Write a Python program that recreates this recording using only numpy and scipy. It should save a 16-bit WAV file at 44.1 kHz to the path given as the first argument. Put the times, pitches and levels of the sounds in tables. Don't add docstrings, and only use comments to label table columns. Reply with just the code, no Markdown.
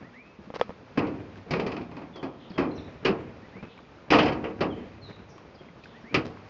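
import sys
import numpy as np
from scipy import signal
from scipy.fft import rfft, irfft, next_fast_len
from scipy.io import wavfile
from scipy.ndimage import map_coordinates

SR = 44100
rng = np.random.default_rng(int(sys.argv[2]) if len(sys.argv) > 2 else 0)


def waveform_to_disk(signal):
    frames = np.transpose(np.atleast_2d(signal))
    scaled = np.clip(frames, -1, 1) * 32767
    samples = np.round(scaled).astype(np.int16)
    wavfile.write(sys.argv[1], SR, samples)


N = 286517

# (time [s], relative level [dB], hollow gain at 750 Hz [dB], edge gain from 4.2 kHz up [dB],
# note of the spot struck [Hz], decay-time factor [1], time constant of loading the plate [s])
FOOTFALLS = [(0.9734, -24, 0.5, -6, 293, 0.93, 0.00093), (1.507, -33, 3.5, 3, 192, 1.45, 0.0013),
             (2.577, -23.5, 1.5, -3.5, 275, 0.92, 0.0043), (3.048, -19, 1, 4.5, 380, 0.68, 0.0056),
             (4.103, -21, -0.5, 5.5, 322, 1.52, 0.0021), (4.121, -11.5, -0.5, -5.5, 472, 0.74, 0.00177),
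             (4.606, -22.5, 4, 1, 413, 0.66, 0.0029), (6.143, -16.5, -16, 4, 340, 0.4, .0006)]
# (frequency [Hz], relative level per Hz [dB])
WEAK_MODES = [(25, -43), (60, -9), (130, -1.5), (300, 5.5), (500, 2), (750, -3.5), (1200, -3.5),
              (1650, -11.5), (2500, -8), (3230, -16.5), (3600, -20), (4900, -16.5), (6000, -30),
              (7500, -46)]


def amp(db):
    return 10 ** (np.asarray(db) / 20)


def unit(x):
    return x / np.sqrt(np.mean(x ** 2) + 1e-20)


def along(points, hz):
    f, value = np.transpose(points)
    return np.interp(np.log(hz + 1), np.log(f), value)


def seconds(length):
    return np.arange(int(length * SR)) / SR


def add(track, s, sound):
    part = track[max(round(s * SR), 0):][:len(sound)]
    part += sound[:len(part)]


def filtered(x, response):
    m = next_fast_len(len(x) + 8192)
    return irfft(rfft(x, m) * response(np.fft.rfftfreq(m, 1 / SR)), m)[:len(x)]


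def noise(spectrum, size):
    return unit(filtered(rng.standard_normal(size), lambda hz: amp(along(spectrum, hz))))


def wobble(rate):
    knots = rng.standard_normal(int(N * rate / SR) + 4)
    return map_coordinates(knots, [np.arange(N) * rate / SR])


def random_times(per_s):
    count = int(per_s * N / SR)
    return (np.arange(count) + rng.random(count)) / per_s


def contact(hz, boom_db, edge_db, clang_db=0):
    return amp(along([(450, boom_db), (1100, 0.0033), (2600, clang_db), (4200, edge_db)], hz))


def air(level_db=-52.0, drift_db=1.0, flutter_db=2.5, hiss_flutter_db=0.94, split_hz=800):
    # (frequency [Hz], relative level per Hz [dB])
    rush_spectrum = [(20, -19.5), (40, -17), (60, -4), (120, -0.5), (220, -3), (350, -4.5), (480, -4),
                     (700, -8.5), (1100, -10), (1750, -15.5), (2500, -17), (3100, -22.5), (5000, -27.5),
                     (6800, -37), (7500, -54.5)]
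    rush = noise(rush_spectrum, N)
    low = filtered(rush, lambda hz: 1 / (1 + (hz / split_hz) ** 4))
    hiss = rush - low
    drift = amp(level_db + drift_db * wobble(rate=1.842))
    restless_low = low * amp(flutter_db * wobble(rate=22))
    return drift * (restless_low + hiss * amp(hiss_flutter_db * wobble(rate=23)))


def bumps(level_db=-3, rise=0.0016, overtone=1.62, overtone_db=-9):
    # (time [s], relative level [dB], note [Hz], 60 dB decay time [s])
    distinct = [(0.007, -35, 201, .09), (0.389, -32.5, 206, 0.09), (0.470, -31.5, 202, 0.092),
                (0.976, -17, 273, .06), (1.464, -32, 450, 0.052), (1.51, -18, 149, .09),
                (1.593, -17, 406, 0.062), (1.665, -19, 402, 0.065), (2.505, -26.5, 180, 0.073),
                (2.684, -22, 284, 0.11), (3.075, -12, 385, 0.09), (3.1, -16, 199, 0.095),
                (3.424, -32.5, 213, 0.075), (3.555, -29, 191, .11), (4.12, -3.5, 453, 0.049),
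                (4.148, -5.5, 465, .055), (4.171, -6.5, 513, 0.053), (4.32, -19.5, 249, 0.081),
                (4.814, -35, 253, 0.13), (5.088, -35, 401, 0.074), (5.607, -36, 368, 0.085),
                (6.11, -33, 282, .08), (6.143, -16.5, 418, 0.039), (6.169, -18, 147, 0.12),
                (6.357, -34.5, 402, 0.05)]
    faint_db, spread_db = -46, 2.5
    typical_hz, spread_octaves, faint_t60 = 233, 0.55, 0.18
    out, t = np.zeros(N), seconds(0.25)
    faint = [(s, faint_db + spread_db * rng.standard_normal(),
              typical_hz * 2 ** (spread_octaves * rng.standard_normal()), faint_t60)
             for s in random_times(per_s=12)]
    for s, db, hz, t60 in list(distinct) + faint:
        fundamental = np.sin(2 * np.pi * hz * t)
        upper = amp(overtone_db) * np.sin(2 * np.pi * overtone * hz * t)
        envelope = amp(db + level_db - 60 * t / t60) * (1 - np.exp(-t / rise))
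        add(out, s, envelope * (fundamental + upper))
    return out


def cracks(size, rate, edge_db, spread_db=3):
    # (frequency [Hz], relative level per Hz [dB])
    grit_spectrum = [(40, -12.5), (150, 7), (400, 1.5), (800, -9.5), (1300, -11.5), (2600, -17.5),
                     (3600, -21), (5200, -21.5), (7500, -43.5)]
    sizes = rng.standard_normal(size) * amp(spread_db * rng.standard_normal(size))
    hits = sizes * (rng.random(size) < rate / SR)
    return unit(filtered(hits, lambda hz: amp(along(grit_spectrum, hz)) * contact(hz, 0, edge_db)))


def scuffs(level_db=-8, grain_rate=1400, t60=0.21, rise=0.0024):
    # (time [s], relative level [dB], edge gain from 4.2 kHz up [dB])
    treads = [(0.008, -32.5, -30), (1.358, -35.5, -1), (2.504, -33, -5), (3.47, -37, -17),
              (3.557, -32, -30), (3.626, -27.5, -10), (5.09, -31, -6), (5.186, -34.5, -12),
              (5.606, -36, -16), (5.837, -44, 11), (6.25, -27, 2.5)]
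    out, t = np.zeros(N), seconds(0.25)
    brushes = [(s - 0.022, -33.5, -16.5) for s, *_ in FOOTFALLS]
    strays = [(s, -44.5, -0.5) for s in random_times(per_s=3.7)]
    for s, db, edge_db in list(treads) + brushes + strays:
        envelope = amp(db + level_db - 60 * t / t60) * (1 - np.exp(-t / rise))
        add(out, s, envelope * cracks(len(t), grain_rate, edge_db))
    return out


def note(length, start_hz, middle_hz, end_hz, buzz=0.018):
    t = seconds(length)
    u = t / length
    pitch = np.polyval(np.polyfit([0, 0.5, 1], [start_hz, middle_hz, end_hz], 2), u)
    waver = map_coordinates(rng.standard_normal(size=400), [t * 800])
    phase = 2 * np.pi * np.cumsum(pitch * (1 + buzz * waver)) / SR
    return np.sqrt(2 * np.sin(np.pi * u)) * np.sin(phase)


def scatter(x, t60, rise):
    t = seconds(0.8)
    trees = rng.standard_normal(len(t)) * amp(-60 * t / t60) * (1 - np.exp(-t / rise))
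    return signal.fftconvolve(x, trees / np.linalg.norm(trees))[:N]


def birds(direct_db=-1.0, blur_db=-10, echo_db=-3, whistle_echo_db=-9, echo_t60=0.56):
    # (time [s], relative level [dB])
    phrases = [(0.027, -53), (3.416, -55.5), (5.934, -53.5)]
    # (delay [s], length [s], start [Hz], middle [Hz], end [Hz],
    # relative level [dB])
    phrase_notes = [(0, 0.06, 1560, 1930, 1930, -1.5), (.098, .112, 1470, 2200, 2440, 0),
                    (.19, .11, 2440, 2560, 2580, -7)]
    # (time [s], length [s], start [Hz], fall [share of pitch],
    # relative level [dB], waver [share of pitch])
    falling = [(2.132, 0.081, 3520, 0.14, -54, 0.0082), (2.499, 0.014, 5000, 0.15, -55, 0.049),
               (2.532, 0.053, 3360, 0.064, -55.5, 0.024), (2.712, 0.01, 4300, 0.025, -54, 0.041),
               (2.751, 0.034, 5750, 0.087, -61, 0.047), (2.775, .026, 4150, 0.18, -51.5, 0.037),
               (4.7, 0.04, 3370, 0.12, -51, .006), (5.015, 0.083, 4330, 0.17, -53, .014),
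               (5.287, 0.049, 5950, 0.17, -63.5, 0.0776), (5.543, 0.026, 5200, 0.16, -63, 0.046),
               (5.581, 0.04, 3300, .04, -61, .04), (6.005, .045, 5950, .18, -71, 0.012)]
    # (time [s], length [s], relative level [dB])
    buzzes = [(2.392, 0.096, -59), (3.464, .045, -69), (3.684, 0.068, -59.5), (5.79, 0.2, -64)]
    early_fall = 0.5
    buzz_hz, buzz_waver = 3340, 0.11
    whistles, chirps = np.zeros(N), np.zeros(N)
    for s, db in phrases:
        for delay, *glide, note_db in phrase_notes:
            add(whistles, s + delay, amp(db + note_db) * note(*glide))
    for s, length, hz, fall, db, waver in falling:
        chirp = note(length, hz, hz * (1 - early_fall * fall), hz * (1 - fall), waver)
        add(chirps, s, amp(db) * chirp)
    for s, length, db in buzzes:
        add(chirps, s, amp(db) * note(length, buzz_hz, buzz_hz, buzz_hz, buzz_waver))
    calls = whistles + chirps
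    slope = scatter(amp(whistle_echo_db) * whistles + amp(echo_db) * chirps, echo_t60, rise=0.013)
    blur = scatter(calls, t60=0.035, rise=0.001)
    return amp(direct_db) * calls + amp(blur_db) * blur + slope


def ticks(level_db=-7, sharpness=17.0, snap_db=-5.0, snap_t60=0.0038, snap_edge_db=14):
    # (time [s], relative level [dB], note [Hz])
    distinct = [(0.978, -18.5, 1090), (0.992, -21, 2540), (1.358, -38.5, 1510), (1.537, -19, 2360),
                (1.598, -23, 2300), (1.665, -27, 2400), (1.676, -28, 1150), (1.767, -31.5, 2480),
                (1.785, -39, 1200), (1.719, -27.5, 2350), (1.967, -36, 2520), (2.229, -32, 1150),
                (2.584, -19.5, 1220), (3.777, -38, 2300), (3.789, -35.5, 1160), (3.85, -44, 2260),
                (4.127, -16, 1090), (4.134, -11, 1890), (4.143, -13.5, 2930), (4.153, -14, 2500),
                (4.187, -29, 4800), (4.259, -36, 4900), (5.09, -42, 1300), (5.112, -39, 2120),
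                (5.163, -37, 1350), (5.381, -37, 1150), (5.609, -42, 453), (5.752, -47, 1120),
                (5.837, -36, 2430), (5.857, -35, 1680), (6.1475, -15, 2370), (6.372, -35, 1200)]
    faint_db, spread_db = -50, 4
    typical_hz, spread_octaves = 1020, 0.59
    stone_t60 = 0.032
    out, t = np.zeros(N), seconds(0.06)
    faint = [(s, faint_db + spread_db * rng.standard_normal(),
              typical_hz * 2 ** (spread_octaves * rng.standard_normal()))
             for s in random_times(per_s=9.9)]

    for s, db, note_hz in list(distinct) + faint:
        def resonance(hz):
            return 1 / (1 + 1j * sharpness * (hz / note_hz - 1)) / (1 + (hz / 4500) ** 4)
        stone = unit(filtered(rng.standard_normal(len(t)), resonance))
        snap = unit(filtered(noise(WEAK_MODES, len(t)), lambda hz: contact(hz, -snap_edge_db, 0)))
        tick = amp(-60 * t / stone_t60) * stone + amp(snap_db - 60 * t / snap_t60) * snap
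        add(out, s, amp(db + level_db) * tick)
    return out


def knocks(level_db=-6, after_db=-23, after_t60=0.12, after_boom_db=-6, thud_hz=230, thud_t60=0.029,
           even_db=-15.5, edge_per_db=0.46):
    # (time [s], relative level [dB], thud level [dB])
    blows = [(0.503, -26, -31.5), (0.540, -24.5, -38), (0.562, -20, -47), (0.597, -23.5, -32),
             (0.6129, -5, -51), (0.694, -25, -27.5), (0.705, -25.5, -47)]
    # (frequency [Hz], relative level [dB], 60 dB decay time [s])
    body_modes = [(490, 1.5, 0.027), (990, 6, 0.0043), (1280, -16, 0.054), (1770, -12.5, 0.008),
                  (3400, -14, 0.0072), (5370, -28.5, 0.005)]
    # (time [s], length [s], level [dB])
    rubs = [(0.531, 0.054, -39.5), (0.582, 0.038, -42.5)]
    out, t = np.zeros(N), seconds(0.15)
    for s, db, thud_db in blows:
        edge_db = edge_per_db * (db - even_db)
        ring = np.zeros(len(t))
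        for k, (hz, mode_db, t60) in enumerate(body_modes):
            gain = (-1) ** k * contact(hz, 0, edge_db, edge_db)
            ring += gain * amp(mode_db - 60 * t / t60) * np.sin(2 * np.pi * hz * t)
        thud = amp(thud_db - 60 * t / thud_t60) * np.sin(2 * np.pi * thud_hz * t)
        rustle = filtered(noise(WEAK_MODES, len(t)), lambda hz: contact(hz, after_boom_db, 0))
        rustle *= amp(after_db - 60 * t / after_t60)
        add(out, s, amp(db + level_db) * (ring + rustle) + thud)
    for s, length, db in rubs:
        swell = np.hanning(len(seconds(length)))
        grains = cracks(len(swell), rate=1900, edge_db=-1.5)
        rub = unit(filtered(grains, lambda hz: contact(hz, -9.5, 0)))
        add(out, s, amp(db) * swell * rub)
    return out


def plate(boom_db, hollow_db, clang_db, edge_db, spot_hz, ring, rise, modes_db=-14.5, spot_db=5,
          clang_peak_db=6, chatter_db=-4, chatter_t60=0.064):
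    # (frequency [Hz], relative level [dB], 60 dB decay time at ring = 1 [s])
    strong_modes = [(99.7, -10, 3.8), (142, 2, 0.72), (165.3, -2.5, 1.42), (210, -3.5, 0.85),
                    (242, -4, 1.5), (272, 2.5, 0.61), (308.7, 0.5, 1.05), (379, -0.5, 0.91),
                    (449.5, 2.5, 0.94), (477, -1.5, 0.6), (533, -2, 0.87), (571, -4.5, 0.54),
                    (652, -6.5, 0.76), (699, -6.5, 0.84), (744, -5.5, 0.82), (898, -8.5, 0.29),
                    (934, -7, 0.65), (1037, -8, 0.45), (1130, -2.5, 0.5), (1248, -1, 0.38),
                    (1379, -7.5, 0.23), (1645, -3, 0.36), (1904, -2.5, 0.25), (1990, -4.5, .25),
                    (2345, -9, 0.2), (2475, -8, 0.2), (2610, -8, 0.2), (2855, -13, 0.23), (2980, -10, 0.16),
                    (3104, -6.5, 0.22)]
    # (frequency [Hz], 60 dB decay time at ring = 1 [s])
    weak_t60 = [(60, 0.51), (200, 0.96), (450, 0.56), (1100, 0.51), (2700, 0.27), (6000, 0.22)]
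    t = seconds(1)
    blow = [(450, boom_db), (750, hollow_db), (1150, 0.0078), (2600, clang_db), (4200, edge_db)]
    clang_hz = 2566 * (spot_hz / 310) ** 0.28

    def colour(hz):
        spot_peak = spot_db / (1 + (7 * (hz / spot_hz - 1)) ** 2)
        clang_peak = clang_peak_db / (1 + (11 * (hz / clang_hz - 1)) ** 2)
        return amp(along(blow, hz) + spot_peak + clang_peak)

    f, age, bands = signal.stft(filtered(noise(WEAK_MODES, len(t)), colour), SR, nperseg=256)
    decay = amp(-60 * age / (ring * along(weak_t60, f)[:, None]))
    wash = signal.istft(bands * decay, SR, nperseg=256)[1][:len(t)]
    hz, db, t60 = np.transpose(strong_modes)
    size = amp(db + modes_db + rng.normal(0, 2.1, len(hz))) * colour(hz)
    size *= rng.choice([-1, 1], len(hz))
    mode_decay = np.exp(-np.log(1000) * t / (ring * t60[:, None]))
    modes = size @ (np.sin(2 * np.pi * hz[:, None] * t) * mode_decay)
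    chatter = amp(chatter_db - 60 * t / chatter_t60) * cracks(len(t), rate=760, edge_db=edge_db)
    return (wash + modes + chatter) * (1 - np.exp(-t / max(rise, 1e-4)))


def footfalls(girders_db=-15.0, girders_t60=1.84, shudder_db=4.0, even_db=-24, boom_loss=0.63,
              clang_share=0.74):
    # (frequency [Hz], relative level per Hz [dB])
    girder_spectrum = [(25, -32), (70, 2.5), (110, 0), (300, -4.5), (500, -5.5), (1000, -20.5),
                       (2500, -21.5), (5000, -51)]
    out, t = np.zeros(N), seconds(2.0)
    for s, db, hollow_db, edge_db, spot_hz, ring, rise in FOOTFALLS:
        boom_db = boom_loss * (even_db - db)
        clang_db = clang_share * edge_db
        strike = plate(boom_db, hollow_db, clang_db, edge_db, spot_hz, ring, rise)
        add(out, s, amp(db) * strike)
        fade_db = shudder_db * wobble(rate=39)[:len(t)] - 60 * t / (ring * girders_t60)
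        rumble = noise(girder_spectrum, len(t)) * amp(fade_db) * (1 - np.exp(-t / 0.033))
        add(out, s, amp(db + boom_db + girders_db) * rumble)
    return out


def rattles(level_db=-9.5, smack_db=-2, smack_t60=0.023):
    # (time [s], relative level [dB], # clang
    # gain at 2.6 kHz [dB], edge gain from 4.2 kHz up [dB], note of the spot struck [Hz])
    slaps = [(1.068, -32.5, 3.5, 2.5, 320), (1.5072, -28, -1, 13.5, 415), (1.5354, -20.5, 1.5, 0, 210),
             (1.5962, -22.5, 0.5, 2, 370), (1.664, -25, 1.5, 5.5, 252), (1.717, -25.5, -3, 2.5, 297),
             (1.765, -30, 1.5, 3, 230), (1.811, -39.5, 4.5, 6.5, 282), (1.914, -38, -0.5, -1, 286),
             (1.967, -31, -3.5, -1, 270), (2.017, -35, -2, -5, 293), (2.158, -31, -8, 1.5, 327),
             (2.229, -24, -7, -2, 282), (4.148, -17.5, 3, -10, 490), (4.1856, -13, 10.5, 5.5, 610),
             (4.228, -21, 1.5, 5, 553), (4.257, -21, 7, 5, 330), (4.281, -24.5, 7, 4, 540),
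             (4.323, -27, 2.5, 3.5, 297), (4.441, -23.5, 3.5, -8, 480), (6.1427, -21.5, 12.5, 12.5, 440)]
    out, t = np.zeros(N), seconds(0.1)
    for s, db, clang_db, edge_db, spot_hz in slaps:
        slap = plate(boom_db=-1.5, hollow_db=4.5, clang_db=clang_db, edge_db=edge_db, spot_hz=spot_hz,
                     ring=0.71, rise=0.0011, spot_db=7.5, chatter_db=-3.5, chatter_t60=0.076)
        burst = noise(WEAK_MODES, len(t))
        smack = unit(filtered(burst, lambda hz: contact(hz, -2.0, edge_db - 6, clang_db)))
        add(out, s, amp(db + level_db) * slap)
        add(out, s, amp(db + level_db + smack_db - 60 * t / smack_t60) * smack)
    return out


def scene():
    ground = bumps() + scuffs() + ticks()
    steel = footfalls() + rattles()
    return (air() + ground + birds() + knocks() + steel)[None]


def record(dry, top_hz=7600):
    return filtered(dry[0], lambda hz: np.clip((top_hz - hz) / 400 + 0.5, 0, 1))[None]


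dry = scene()
out = record(dry)
waveform_to_disk(out)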